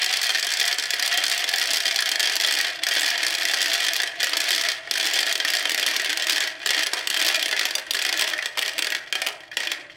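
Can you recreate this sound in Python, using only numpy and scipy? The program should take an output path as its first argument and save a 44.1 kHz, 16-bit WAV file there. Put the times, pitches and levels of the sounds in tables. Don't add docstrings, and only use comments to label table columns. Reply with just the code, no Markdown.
import sys
import numpy as np
from scipy import signal
from scipy.fft import rfft, irfft
from scipy.io import wavfile
from scipy.ndimage import uniform_filter1d, minimum_filter1d

SR = 44100
rng = np.random.default_rng(int(sys.argv[2]) if len(sys.argv) > 2 else 0)


def transcribe(u):
    v = np.clip(np.atleast_2d(u).T, -1, 1)
    q = np.round(v * 32767).astype(np.int16)
    wavfile.write(sys.argv[1], SR, q)


N = 439236

# start_s, level_db, tick_re_blow_db
KNOCKS = [(0.0181, -1.5, -10), (0.03, -8, -3), (0.0433, -8, 2), (0.061, -3, -7), (0.0797, -20, -1),
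          (0.093, -9, -7), (0.1033, -24, -7), (0.1117, -21, 5), (0.127, -4, -8), (0.138, -1, -5),
          (0.1463, -22, -4), (0.161, -16, 0), (0.1696, -5, -1.5), (0.215, -6, -2), (0.2305, -12, 4),
          (0.236, -8, -5), (0.2427, -11, 1), (0.251, -11, -3), (0.2573, -9, -7), (0.2661, -11, -1),
          (0.2929, -1, -9), (0.303, -4, -7), (0.3115, -18, 2), (0.3204, -20, 3), (0.3368, -19, -3),
          (0.3475, -3, -7), (0.3537, -4, -14), (0.3724, -23, 2), (0.383, -14, -3), (0.396, -8, 0),
          (0.408, -12, -4), (0.427, -3, -6), (0.4458, -12, 0), (0.468, -3.5, -3), (0.49, -10, -6),
          (0.504, -9, -3), (0.517, -7, -5), (0.5228, -12, 2), (0.5373, -2.5, -2), (0.571, -9, 0),
          (0.5887, -15, -3), (0.5977, -3, -3), (0.603, -18, 9), (0.6122, 4, -11), (0.6278, -7, 1),
          (0.6396, -2, -12), (0.653, -8, -1), (0.6614, -16, 4), (0.6784, -1, -2), (0.7122, -7, -5),
          (0.7182, -24, -9), (0.727, -0.5, -8), (0.7344, -20, -4), (0.7424, -18, 5), (0.7592, -23, -3),
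          (0.7841, -2.5, -6), (0.7969, -7.5, -4), (0.8241, -12, -4), (0.8373, -10, -5), (0.856, -13, -4),
          (0.8697, -22, -7), (0.879, -31, -8), (0.9055, -2.5, -2), (0.9352, -1, -14), (0.941, -16.5, 6.5),
          (0.963, -19, -2), (0.986, -21, -4), (0.996, -6, -1), (1.025, 1, -3.5), (1.032, -6, -7),
          (1.0425, -13, -4), (1.0517, -7, -4), (1.0608, -10, 5), (1.0772, -7.5, 2.5), (1.092, -25, -5),
          (1.1124, -17, -1), (1.1258, -5, -5), (1.1402, -18, 8), (1.1505, -22, -4), (1.1746, -1.5, 1),
          (1.1823, -0.5, -18), (1.191, -14, -5), (1.203, -17, 2), (1.238, -0.5, -4), (1.2542, -17, 7),
          (1.2651, -2.5, -4.5), (1.2807, -8.5, -2), (1.298, -10, 3), (1.315, -0.5, -4), (1.324, -6, -1),
          (1.336, -6, -10), (1.346, -16, 5), (1.3627, -22, 2), (1.378, -10, 2), (1.393, -18, 2),
          (1.4037, -16, -2), (1.409, -18, -3), (1.418, -23, 1), (1.4413, -2, -5.5), (1.449, -27, -17),
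          (1.4675, -26, 3), (1.477, -8, -9), (1.4903, -3, -1), (1.514, -20, 2), (1.5278, -12, -7),
          (1.5372, 2, -8.5), (1.559, -11, 5), (1.5723, -8, -13), (1.583, -3, -2), (1.5967, -10, 1),
          (1.6142, -1.5, -6), (1.6252, -11.5, 3), (1.6385, -11, -2), (1.6478, -11, -17), (1.6566, -9, -2),
          (1.673, -9, -1), (1.6898, -29, -6), (1.7056, -3, -2), (1.711, -6, -1), (1.7335, -3, 0),
          (1.743, -5, -3), (1.7583, -6, -2), (1.77, -0.5, -4.5), (1.782, -9, -2), (1.8035, -5, -2),
          (1.8226, -18, 2), (1.835, -17, 0), (1.855, 0, -6), (1.8656, -3, -4), (1.8796, -2, -5),
          (1.8877, -13, 0), (1.91, -2.5, -7), (1.9237, -14, -2), (1.9363, -22, -8), (1.9437, -15, -1),
          (1.9597, -1, -1.5), (1.98, -21, 1), (1.989, 1, -9), (2.0058, -10, 3), (2.0227, -1, -6),
          (2.0423, -30, -8), (2.058, -6, -4), (2.079, -23, -10), (2.0906, -5, 2.5), (2.101, -21, -15),
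          (2.116, -2, -3.5), (2.1355, -12, -9), (2.157, -1, -6.5), (2.1957, -1, -3), (2.2037, 0, -1),
          (2.2286, 0, -4), (2.237, -5, -8), (2.243, -6, -9), (2.2557, -3, -5), (2.273, -2, -5.5),
          (2.297, -5, -4), (2.322, -9, -4), (2.334, -16, 0), (2.355, -8, 4), (2.3655, 0.5, -1.5),
          (2.3998, 0, -6), (2.41, -5, 1), (2.42, -8, 0), (2.4368, -7, -4), (2.4469, 3.5, -7),
          (2.4638, -11, 3), (2.473, -2, -2), (2.485, -4, -6), (2.5088, -4.5, -4), (2.524, -4, 0),
          (2.5386, -5, -2), (2.5514, -6.5, -2), (2.572, -6, -9), (2.5778, -11, -6), (2.5875, -5, -2),
          (2.6013, -2.5, -13), (2.611, -5.5, 2), (2.6303, -12, -5), (2.647, -5.5, -10), (2.6676, -22, 2),
          (2.6814, -15.5, -4), (2.7015, -21, -9), (2.71, -26, -9), (2.7496, -32, -5), (2.7575, -23, -8),
          (2.789, -20, -19), (2.8348, 1, -2), (2.867, 1, -5), (2.8868, -4, 0), (2.894, -18, -5),
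          (2.9108, -3, -8), (2.92, -11, -2), (2.937, -17, 5), (2.943, -18, 3), (2.9525, -20, 9),
          (2.962, -6, -10), (2.968, -2, -10), (2.982, -7, -5), (2.9952, -4, -1), (3.0086, -16, 9),
          (3.0173, -7, 0), (3.0315, -2, -6), (3.0435, -4, -6), (3.0617, -6, 0), (3.072, -17, -3),
          (3.0787, -3, -5), (3.0863, -9, 0), (3.103, -8.5, 3.5), (3.1124, -4, -15), (3.124, -29, -3),
          (3.1558, -9, -15), (3.1652, -26, -10), (3.178, -9.5, -4), (3.2027, -34, -6), (3.2103, -32, 1),
          (3.22, -26, 2), (3.2306, -3, -4), (3.234, -5, -5), (3.2483, -6.5, -4), (3.2656, -1, -0.5),
          (3.2813, -6, -3), (3.2998, -8, -7), (3.3059, -17.5, 10), (3.3259, -13, -3), (3.34, -12, 0),
          (3.3504, -3, -0.5), (3.3705, -14, -7), (3.384, -10, -2), (3.3977, -13, -4), (3.4103, -8, -6),
          (3.42, -9, -9), (3.4316, -11, 0), (3.4525, 2.5, -1.5), (3.476, -6, -6), (3.485, -7, 0.5),
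          (3.496, -3, -8), (3.513, -14, 5), (3.5247, -19, -2), (3.536, 0, -8), (3.5424, -3.5, -3),
          (3.5525, -15, -1), (3.572, -9, -2), (3.585, -17, 1), (3.606, -4, -8), (3.6163, -2, 1),
          (3.627, -2, -0.5), (3.6427, -6, -3), (3.6585, -1.5, -4), (3.6693, -14, -3), (3.6817, -13, 4),
          (3.6923, -18, -4), (3.6994, -8, -5), (3.7066, -15, -2), (3.7176, -6, -8), (3.7245, -16, -9),
          (3.733, -5, -1), (3.7388, -5, 0), (3.7492, -2.5, -9), (3.7552, -7, -1), (3.778, -14, -1),
          (3.7932, -25, -5), (3.8038, -7, -1), (3.821, -7, -9), (3.829, -14, -1), (3.84, -10, -3),
          (3.8481, -5, -3), (3.866, -4, -3), (3.8839, -2.5, -4), (3.9024, -27, -4), (3.908, -23, -3),
          (3.9338, -11, 9), (3.943, -9, -3), (3.9563, -6, -7), (3.964, -3.5, 3), (3.9793, -11, -5),
          (4.0004, -1, -9), (4.018, -12, 2), (4.0335, -3, -4.5), (4.0742, -11.5, -6), (4.156, -31, -6),
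          (4.1816, -35, -8), (4.198, -18, -12), (4.2031, -5, -4), (4.2194, -10, -11), (4.2302, 3, -6.5),
          (4.2436, -5.5, 5), (4.259, -16, -2), (4.2696, -4, -4.5), (4.2776, -16, -3), (4.294, -14.5, 4),
          (4.3157, -25, 2), (4.3328, -1.5, -9), (4.3426, -29, -5), (4.369, -1, -0.5), (4.375, -10, 3),
          (4.3899, -25, -5), (4.4027, -2, -2), (4.4153, -8, -2), (4.4306, -26, 3), (4.44, -9, -3),
          (4.4503, -27, -6), (4.459, -23, -2), (4.473, -14, -7), (4.483, -12, -8), (4.489, -9, 1),
          (4.5062, 1, -2), (4.5167, -3, -2), (4.529, 0, -7), (4.5363, -8.5, -4), (4.5484, -3, 0),
          (4.5608, -4.5, -2), (4.5794, -4, -4), (4.592, -20, -1), (4.6015, -23, -3), (4.6116, -5, -1),
          (4.621, -21, 6), (4.6363, -7, -4), (4.6488, -8, -7), (4.6675, -15, -6), (4.6867, 1, -4),
          (4.6996, -7, -6), (4.7173, -7, -2), (4.8257, -35, -15), (4.8729, -20, -16), (4.911, 2, -0.5),
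          (4.938, -5, -1), (4.9544, -2.5, -9), (4.959, -7, -4), (4.9736, -9, -3), (4.979, -12, 5),
          (4.9986, -4, -4), (5.01, -7.5, -1), (5.0282, -8, -1.5), (5.0362, -20, -3), (5.0436, -10, -3),
          (5.0542, -7, 1), (5.064, -7, -1), (5.0708, -5, -1), (5.085, -12, -3), (5.099, -11, -4),
          (5.1102, -13, -2), (5.135, -7, 2), (5.141, -5, -1), (5.151, -12, -5), (5.1561, -8, -2),
          (5.161, -8, -3), (5.1737, -7, -4), (5.1895, 0, -2), (5.205, -5, 0), (5.211, -10, -1),
          (5.2295, -1, -8), (5.2586, -18, 1), (5.2658, -8, -1), (5.2738, -6, -13), (5.282, -11, -5),
          (5.2937, -11, -3), (5.302, -16, -11), (5.3122, -7, -5), (5.3256, -3, 4), (5.3389, -18, -6),
          (5.3541, -1, -2), (5.367, -28, -6), (5.3777, -19, 8), (5.401, 1, -7), (5.449, 0, -3),
          (5.4682, -18, -7), (5.476, -9, -5), (5.482, -7, -1), (5.4878, -9, -4), (5.502, -6, 2),
          (5.5181, -14, -3), (5.5356, -1, -2), (5.5408, -6, -5), (5.5509, -3, -1), (5.5612, -18, 4),
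          (5.5688, 0, -3), (5.5852, -8, -4), (5.5946, -12, 3), (5.6069, -5, -13), (5.612, -22, -6),
          (5.626, -20, 8), (5.6325, -21, -7), (5.6543, 1.5, -6), (5.671, -15, -6), (5.686, -18, -7),
          (5.6947, -8, 7), (5.706, -5, -4), (5.718, -10, 7), (5.7454, -3, 0), (5.7696, -22, -2),
          (5.7774, -5, -1), (5.786, -9, -6), (5.7966, -7, 2), (5.813, -22, 0), (5.8164, -16, -2),
          (5.8281, -0.5, -6), (5.8461, -32, -9), (5.8634, -1, 1.5), (5.8703, -6, 1.5), (5.8788, -2, -7),
          (5.8857, -11.5, 6), (5.901, -18, -6), (5.9116, -11, 2), (5.9258, -28, -11), (5.942, -15, 1),
          (5.957, -11, -12), (5.964, -2, 1), (5.9906, -27, -6), (5.997, -4.5, -3.5), (6.0173, -18, 5),
          (6.046, -10.5, 5.5), (6.0582, -5, -6.5), (6.0754, -29, -5), (6.0946, -6, -5), (6.1007, -7, -2),
          (6.1077, -37, -5), (6.1292, -6, -2), (6.173, -5, 1), (6.1864, -29, -11), (6.1972, -7.5, -5),
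          (6.2228, -5, -1.5), (6.2302, -11, -10), (6.2423, -14, 0), (6.2689, -4.5, 0.5), (6.2838, -7, -6),
          (6.2959, 2, 0), (6.3061, -2.5, -3), (6.322, -8, 4), (6.33, -5, -1), (6.3453, -12, -2),
          (6.3516, -16, -2), (6.36, -6, -1), (6.3673, -10, -4), (6.3804, -2, -3), (6.4045, -3.5, -2.5),
          (6.4177, -9.5, -6), (6.4255, -9, -4), (6.4377, -14, -1), (6.4486, -16, -4), (6.4739, -12, -2.5),
          (6.4947, -25, -12), (6.5361, -40, -13), (6.5945, -43, 5), (6.6012, -24, -14), (6.616, -23, -24),
          (6.6306, -23, -13), (6.6605, -1, 0.5), (6.6721, -7, 3), (6.691, -3, -5), (6.7054, 0.5, -1),
          (6.7116, -10, -1), (6.733, -6, -4), (6.746, -3, -6), (6.752, -17, -2), (6.766, -11, -1),
          (6.7785, -5.5, -5), (6.7921, -7, 1), (6.8086, -16, -4), (6.8175, -21, -13), (6.8243, -8, -4),
          (6.8328, -1, -1), (6.862, -7.5, -1), (6.868, -4.5, -2), (6.934, -2, 1), (6.9437, -13, -2),
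          (6.9698, -9, -6), (6.978, -9.5, -8), (6.9903, -23, 6), (7.009, -17, -7), (7.0282, -23, -9),
          (7.0722, -2, 1.5), (7.1007, -4.5, 3.5), (7.11, -6, -5), (7.127, -13, 0), (7.143, -4, 0),
          (7.1647, -5, -6), (7.1724, -9, 6.5), (7.194, -10, 0), (7.2008, -9, 1), (7.2148, -1, -2),
          (7.2241, -4, 1), (7.2358, -24, -4), (7.2477, -5, 2), (7.2644, -5, 3), (7.27, -9, -1),
          (7.2818, -4, 0), (7.2866, -4, 4.5), (7.2992, -4, -9), (7.3107, -10, -1), (7.324, -18, 2),
          (7.3448, 2, -3.5), (7.356, -7.5, 4), (7.363, -14, 4), (7.3942, -11, 2), (7.4077, -13, -11),
          (7.4134, -16, -8), (7.4267, -1, 1), (7.443, -20, -4), (7.4587, -2.5, -1.5), (7.482, -18, 9),
          (7.489, -8, -7), (7.5119, -9, 0.5), (7.527, -3, -11), (7.565, -12, -1), (7.5747, -9, -13),
          (7.5844, -25, -10), (7.5935, -0.5, 0.5), (7.6108, -1, -6), (7.6165, -15, -14), (7.631, -8, -4),
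          (7.6535, -1, 2.5), (7.668, -12, 0), (7.6864, -14, 0), (7.7076, -7, -2), (7.7525, -9, 8),
          (7.7819, -9.5, -1), (7.7956, -27, 11), (7.866, -25, -6), (7.8809, -44, -10), (7.908, -6.5, 6),
          (7.9354, -14, 7), (7.9453, -6, -5), (7.9501, -7.5, 2), (7.9675, -9.5, -3), (7.99, -11, 0),
          (8.0165, -9, -8), (8.0228, -8, 3.5), (8.0384, -14, -5), (8.0499, -1, -2.5), (8.0577, -22, -5),
          (8.0644, -8, 0), (8.078, -17, -8), (8.0912, -5, -2), (8.1264, -2.5, -2.5), (8.14, -8, -5),
          (8.1662, -16, -3), (8.174, -16, 9), (8.1837, -12, -13), (8.194, -3, 2), (8.2023, -10, -6),
          (8.2107, -7, 7), (8.2206, -2, 0), (8.227, -18, -2), (8.2412, -9.5, 0), (8.2762, -12.5, 2.5),
          (8.2895, -24, 9), (8.2988, -23, 8), (8.3115, -16, -10), (8.3347, -5, -12), (8.3668, -30, -5),
          (8.379, -24, 3), (8.388, -7, -30), (8.4, -35, -17), (8.4249, -11.5, -5), (8.4483, -31, -21),
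          (8.4577, -5, -0.5), (8.47, -20, -12), (8.5119, -40, -10), (8.552, -27, -25), (8.5732, -14, 0),
          (8.582, -9, -3), (8.591, -4, 4), (8.614, -9, -2), (8.623, -15, 10), (8.627, -3, -2.5),
          (8.6504, -14, -5), (8.6608, -12, 2), (8.6795, -7.5, 0), (8.6925, -14, -1), (8.7334, -22, 0),
          (8.759, -42, -2), (8.781, -11, 3), (8.7906, -2.5, 3), (8.807, -26, -2), (8.8227, -3, 1),
          (8.8451, -7, 1), (8.8693, -6.5, -1), (8.903, -22, 11), (8.9121, -29, -2), (8.9216, -5, -2.5),
          (8.949, -3.5, -5.5), (8.9658, -18, 2), (8.9717, -22, -13), (9.0618, -33, -18), (9.072, -26, -31),
          (9.1003, -49, 8), (9.1255, -3, -1), (9.1532, -5.5, -1), (9.1681, -22, -6), (9.185, -25, -6),
          (9.201, -26, -1), (9.2177, -4, -2), (9.2295, -22, -6), (9.243, -29, -6), (9.2648, -10, 4),
          (9.2701, -6.5, 4), (9.28, -17, -9), (9.2855, -15, 6), (9.304, -27, 3), (9.326, -39, 12),
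          (9.405, -31.5, -3), (9.423, -48, -3), (9.434, -29, -10), (9.4784, -39, -8), (9.5147, -22, -15),
          (9.5288, -25, -24), (9.537, -52, -16), (9.5696, -2, 0), (9.5827, -30, -6), (9.603, -9.5, -1.5),
          (9.6113, -17, -5), (9.633, -12.5, -3), (9.6507, -20, -1), (9.672, -6, -2), (9.686, -33, -11),
          (9.717, -3.5, 1), (9.73, -22, -8), (9.748, -31, -6), (9.8974, -27, -22)]
# pitch_hz, level_db, t60_s (held to 4-40 ms in use)
TRACK_MODES = [(546, -20.5, 0.047), (760, -9, 0.012), (1030, -17.5, 0.0097), (1720, -11, 0.057),
               (1742, 2, 0.045), (1918, 7, 0.018), (2147, -1.5, 0.0079), (2434, 4, .05), (2746, -2, 0.12),
               (3190, 9, 0.056), (3360, 4, 0.03), (3465, 5, 0.03), (4404, 5.5, 0.0039), (4832, 4.5, 0.022),
               (5437, 5, 0.041), (6700, -25, 0.04), (7900, -4.5, 0.052)]
# frequency_hz, gain_db
KNOCK_SPECTRUM = [(300, -3), (1100, -5.5), (1600, -2.5)]
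# frequency_hz, gain_db
TICK_SPECTRUM = [(1500, -7.5), (3000, 8), (6000, 1), (8000, -3.5), (10000, -10), (12500, -11), (15500, -14)]
# time_s, post_pitch_hz, base_re_posts_db, knock_treble_db
DESCENT = [(0, 705, -38, 5), (1.2, 693, -28, 3), (3, 683, -7, 1), (4.3, 674, -9, 0.5), (6, 646, -4.5, -3),
           (7.8, 638, -2, -4), (8.5, 618, -9, -5), (9.96, 608, 0, -10)]
# start_s, end_s, rattle_db, hum_db
RUNS = [(0.005, 0.155, -24, -44), (0.253, 0.495, -30, -46), (0.57, 0.72, -26.5, -38.5),
        (1.035, 1.19, -23, -36.5), (1.29, 2.652, -28, -39.5), (2.876, 4.002, -29, -39.5),
        (4.24, 4.695, -31.5, -40), (4.983, 5.033, -27.5, -41), (5.14, 6.41, -30, -41),
        (6.755, 6.806, -26.5, -37.5), (6.95, 6.982, -33, -54), (7.232, 7.386, -25, -36.5),
        (7.413, 7.69, -34, -45.5), (8.05, 8.277, -32.5, -40), (8.64, 8.918, -43, -45.5),
        (9.198, 9.26, -52, -46), (9.698, 9.746, -37, -44)]
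# frequency_hz, gain_db
RATTLE_SPECTRUM = [(200, -31.5), (1000, -17), (3000, -2.5), (6000, -5), (9000, -35), (15500, -44)]
# frequency_hz, gain_db
STEADY_SPECTRUM = [(3000, 4), (5500, -9), (8000, -3.5), (15500, -15)]
# start_s, thud_db, ring_db
LANDINGS = [(6.931, -17.5, -26), (7.072, -40, -22), (7.7525, -26.5, 0), (7.782, -38, -14), (7.908, -40, -3),
            (7.99, -42, -17), (8.023, -40, -24), (8.208, -22, -22), (8.458, -39, -21), (8.572, -23, -28),
            (8.79, -40, -24), (9.266, -24.5, -26)]
# frequency_hz, gain_db
THUD_SPECTRUM = [(200, -24), (400, -5.5), (700, -1.5), (1200, -5.5), (1800, -3.5), (4000, -46)]
# pitch_hz, level_db, t60_s
CUP_MODES = [(3550, -1, .024), (4740, 0, .032), (5830, -5, .028), (7900, -11, .02), (9850, -8, .025)]
# frequency_hz, t60_s
ROOM_DECAY = [(250, 0.43), (700, 0.97), (1900, 0.6), (4600, 0.29), (9000, 0.45), (15000, 0.074)]
# frequency_hz, gain_db
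CARPET_SPECTRUM = [(2000, 0.5), (5000, -13), (8000, -7), (15000, -5.5)]
# frequency_hz, gain_db
AIR_SPECTRUM = [(15, -41), (25, 6), (59, 6), (75, 6), (135, 13.5), (172, 9.5), (220, -5), (290, -38),
                (480, -120)]
# time_s, level_db
DRONE_LEVELS = [(0.6, -91), (1.692, -58), (2.266, -75), (2.3, -79)]


def knocks(size=4096):
    chatter_s, swell_s = 0.0036, 0.0012
    start_s, blow_db, tick_db = np.transpose(KNOCKS)[..., None]
    t, hz = np.arange(size) / SR, np.fft.rfftfreq(size, 1 / SR)
    spot = rng.standard_normal((len(start_s), len(TRACK_MODES), 2))
    grit, fizz = np.moveaxis(rng.standard_normal((len(start_s), 2, size)), 1, 0)
    chatter = np.exp(-t / chatter_s)
    force = grit * (chatter * (1 - np.exp(-t / swell_s)) + .5 * np.exp(-t / 0.00046))
    response = track_response(hz, spread_db=2.2, detune=.006, spot=spot)
    hardness = gain_of(1.14 * tick_db * np.clip(np.log2((hz + 1) / 3000), 0, 2.4))
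    treble_db = per_sample(DESCENT)[2][(start_s * SR).astype(int)]
    shelf_db = treble_db / (1 + (3700 / (hz + 1)) ** 12)
    weighting = gain_of(shelf_db + at_frequency(KNOCK_SPECTRUM, hz))
    body = irfft(rfft(force) * response * hardness * weighting, size)
    body *= np.cos(np.pi / 2 * t * SR / size) ** 2
    ring_hz = 7170 * (13400 / 7170) ** rng.random((len(start_s), 1))
    ring_db = 12.5 / (1 + ((hz - ring_hz) / 220) ** 2)
    tick = irfft(rfft(coloured(fizz, TICK_SPECTRUM)) * gain_of(0.98 * shelf_db + ring_db), size)
    tick *= (1 - np.exp(-t / 0.00034)) * (np.exp(-t / 0.0019) + 0.22 * chatter)
    sounds = gain_of(blow_db) * (even_onset(body) + gain_of(tick_db) * even_onset(tick))
    out = np.zeros(N)
    for at_s, sound in zip(start_s[:, 0], sounds):
        add(out, at_s, sound)
    return out


def track_response(hz, spread_db=0., detune=0., spot=np.zeros((1, len(TRACK_MODES), 2))):
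    out = 0
    for k, (mode_hz, level_db, t60_s) in enumerate(TRACK_MODES):
        tuned_hz = mode_hz * (1 + detune * spot[:, k, :1])
        width_hz = np.log(1000) / (np.pi * np.clip(t60_s, .004, .04))
        resonance = 1j * width_hz * hz / (tuned_hz ** 2 - hz ** 2 + 1j * width_hz * hz)
        out = out + gain_of(level_db + spread_db * spot[:, k, 1:]) * resonance
    return out


def rolling(rattle_db, jolts):
    skips_per_s, skip_s, settle_s = 400, .004, 0.026
    skips = gain_of(1.5 * np.minimum(rng.exponential(1, N), 3)) * (rng.random(N) < skips_per_s / SR)
    load = .6 + signal.lfilter([1], [1, -np.exp(-1 / (skip_s * SR))], skips)
    force = load * rng.standard_normal(N)
    ringing = irfft(rfft(force) * track_response(np.fft.rfftfreq(N, 1 / SR))[0], N)
    rattle = unit_rms(ringing) + gain_of(1.5) * unit_rms(coloured(force, RATTLE_SPECTRUM))
    steady = gain_of(rattle_db) * unit_rms(coloured(rattle, STEADY_SPECTRUM))
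    skitter = signal.lfilter([.06], [1, -np.exp(-1 / (settle_s * SR))], jolts)
    return steady + skitter * unit_rms(rattle)


def tower_hum(hum_db, jolts):
    post_hz, base_db, _ = per_sample(DESCENT)
    shake = rng.standard_normal(N) + .25 * unit_rms(jolts * rng.choice([-1., 1.], N))
    posts = resonate(shake, post_hz, pole_width_hz=68)
    base = resonate(shake, pitch_hz=321, pole_width_hz=64)
    return gain_of(hum_db) * (posts + gain_of(base_db) * base)


def knock_impulses():
    start_s, blow_db, _ = np.transpose(KNOCKS)
    jolts = np.zeros(N)
    jolts[(start_s * SR).astype(int)] = gain_of(blow_db)
    return jolts


def run_levels():
    start_s, end_s, rattle_db, hum_db = np.transpose(RUNS)[..., None]
    t = np.arange(0, N / SR + .01, .005)
    drop_db = -128 * np.maximum(start_s - t, 0) - 131 * np.maximum(t - end_s, 0)
    linger_db = -16.5 - 8 * (t - end_s)
    fade_db = np.where(t > end_s, np.maximum(drop_db, linger_db), drop_db)
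    levels = (rattle_db + fade_db).max(axis=0), (hum_db + 0.84 * fade_db).max(axis=0)
    return [np.interp(np.arange(N) / SR, t, level) for level in levels]


def landings(size=8192):
    out, t = np.zeros(N), np.arange(size) / SR
    pitch_hz, level_db, t60_s = np.transpose(CUP_MODES)[..., None]
    for start_s, thud_db, ring_db in LANDINGS:
        noise = unit_rms(coloured(rng.standard_normal(size), THUD_SPECTRUM))
        thud = noise * (1 - np.exp(-t / 0.0012)) * np.exp(-t / 0.021)
        phase = 2 * np.pi * (pitch_hz * t + rng.random(pitch_hz.shape))
        modes = gain_of(level_db - 60 * t / t60_s) * np.sin(phase)
        ring = (1 - np.exp(-t / .002)) ** 2 * modes.sum(axis=0)
        add(out, start_s, gain_of(thud_db) * thud + gain_of(ring_db) * ring)
    return out


def room(x, tails=3):
    out, t = np.zeros(N), np.arange(N) / SR
    for k in range(tails):
        echoes = np.zeros(SR // 2)
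        slots = np.arange(130, len(echoes) - 20, 20)
        echoes[slots + rng.integers(0, 20, len(slots))] = rng.choice([-1., 1.], len(slots))
        echoes *= 1 + 3.9 * np.exp(-np.arange(len(echoes)) / (0.042 * SR))
        hz, lag_s, spectra = signal.stft(echoes, SR, nperseg=256)
        decay = gain_of(-60 * lag_s / at_frequency(ROOM_DECAY, hz)[:, None])
        tail = signal.istft(spectra * decay, SR, nperseg=256)[1]
        crossfade = np.sqrt(2 / tails) * np.cos(np.pi * (9 * t + k / tails))
        out += signal.oaconvolve(x * crossfade, tail / np.linalg.norm(tail))[:N]
    return coloured(out, CARPET_SPECTRUM)


def background(air_db=-65, drone_hz=43.1):
    air = gain_of(air_db) * unit_rms(coloured(rng.standard_normal(N), AIR_SPECTRUM))
    t = np.arange(N) / SR
    drone_db = np.interp(t, *np.transpose(DRONE_LEVELS), left=-120, right=-120)
    return air + gain_of(drone_db) * np.sqrt(2) * np.sin(2 * np.pi * drone_hz * t)


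def resonate(x, pitch_hz, pole_width_hz):
    carrier = np.exp(2j * np.pi * np.cumsum(pitch_hz * np.ones(N)) / SR)
    pole = np.exp(-np.pi * pole_width_hz / SR)
    return unit_rms((carrier * signal.lfilter([1], [1, -2 * pole, pole ** 2], x / carrier)).real)


def gain_of(db):
    return 10 ** (np.asarray(db) / 20)


def unit_rms(x):
    return x / np.sqrt(np.mean(x ** 2, axis=-1, keepdims=True) + 1e-20)


def even_onset(x):
    return x / np.sqrt(11.8 * (x[:, :300] ** 2).mean(axis=1, keepdims=True))


def at_frequency(points, hz):
    point_hz, value = np.transpose(points)
    return np.interp(np.log(hz + 1), np.log(point_hz + 1), value)


def per_sample(rows):
    time_s, *columns = np.transpose(rows)
    return [np.interp(np.arange(N) / SR, time_s, column) for column in columns]


def add(mix, start_s, sound):
    part = mix[round(start_s * SR):][:len(sound)]
    part += sound[:len(part)]


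def coloured(x, spectrum):
    hz = np.fft.rfftfreq(x.shape[-1], 1 / SR)
    return irfft(rfft(x) * gain_of(at_frequency(spectrum, hz)), x.shape[-1])


def scene():
    rattle_db, hum_db = run_levels()
    jolts = knock_impulses()
    marbles = knocks() + rolling(rattle_db, jolts) + tower_hum(hum_db, jolts) + landings()
    direct = signal.sosfilt(signal.butter(6, 270, "high", fs=SR, output="sos"), marbles)
    return (direct + gain_of(-6.5) * room(direct) + background())[None]


def record(dry, threshold_db=-16.5, cutoff_hz=15900):
    peak_db = 20 * np.log10(-minimum_filter1d(-abs(dry[0]), size=41) + 1e-9)
    fall_db = np.arange(N) * 135.0 / SR
    held_db = np.maximum.accumulate(peak_db + fall_db) - fall_db
    excess_db = np.maximum(held_db - threshold_db, 0)
    limited = dry / gain_of(0.51 * uniform_filter1d(excess_db, size=41))
    low_pass = signal.firwin(511, cutoff_hz, window=("kaiser", 9), fs=SR)
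    return signal.oaconvolve(limited, low_pass[None], "same")


dry = scene()
out = record(dry)
transcribe(out)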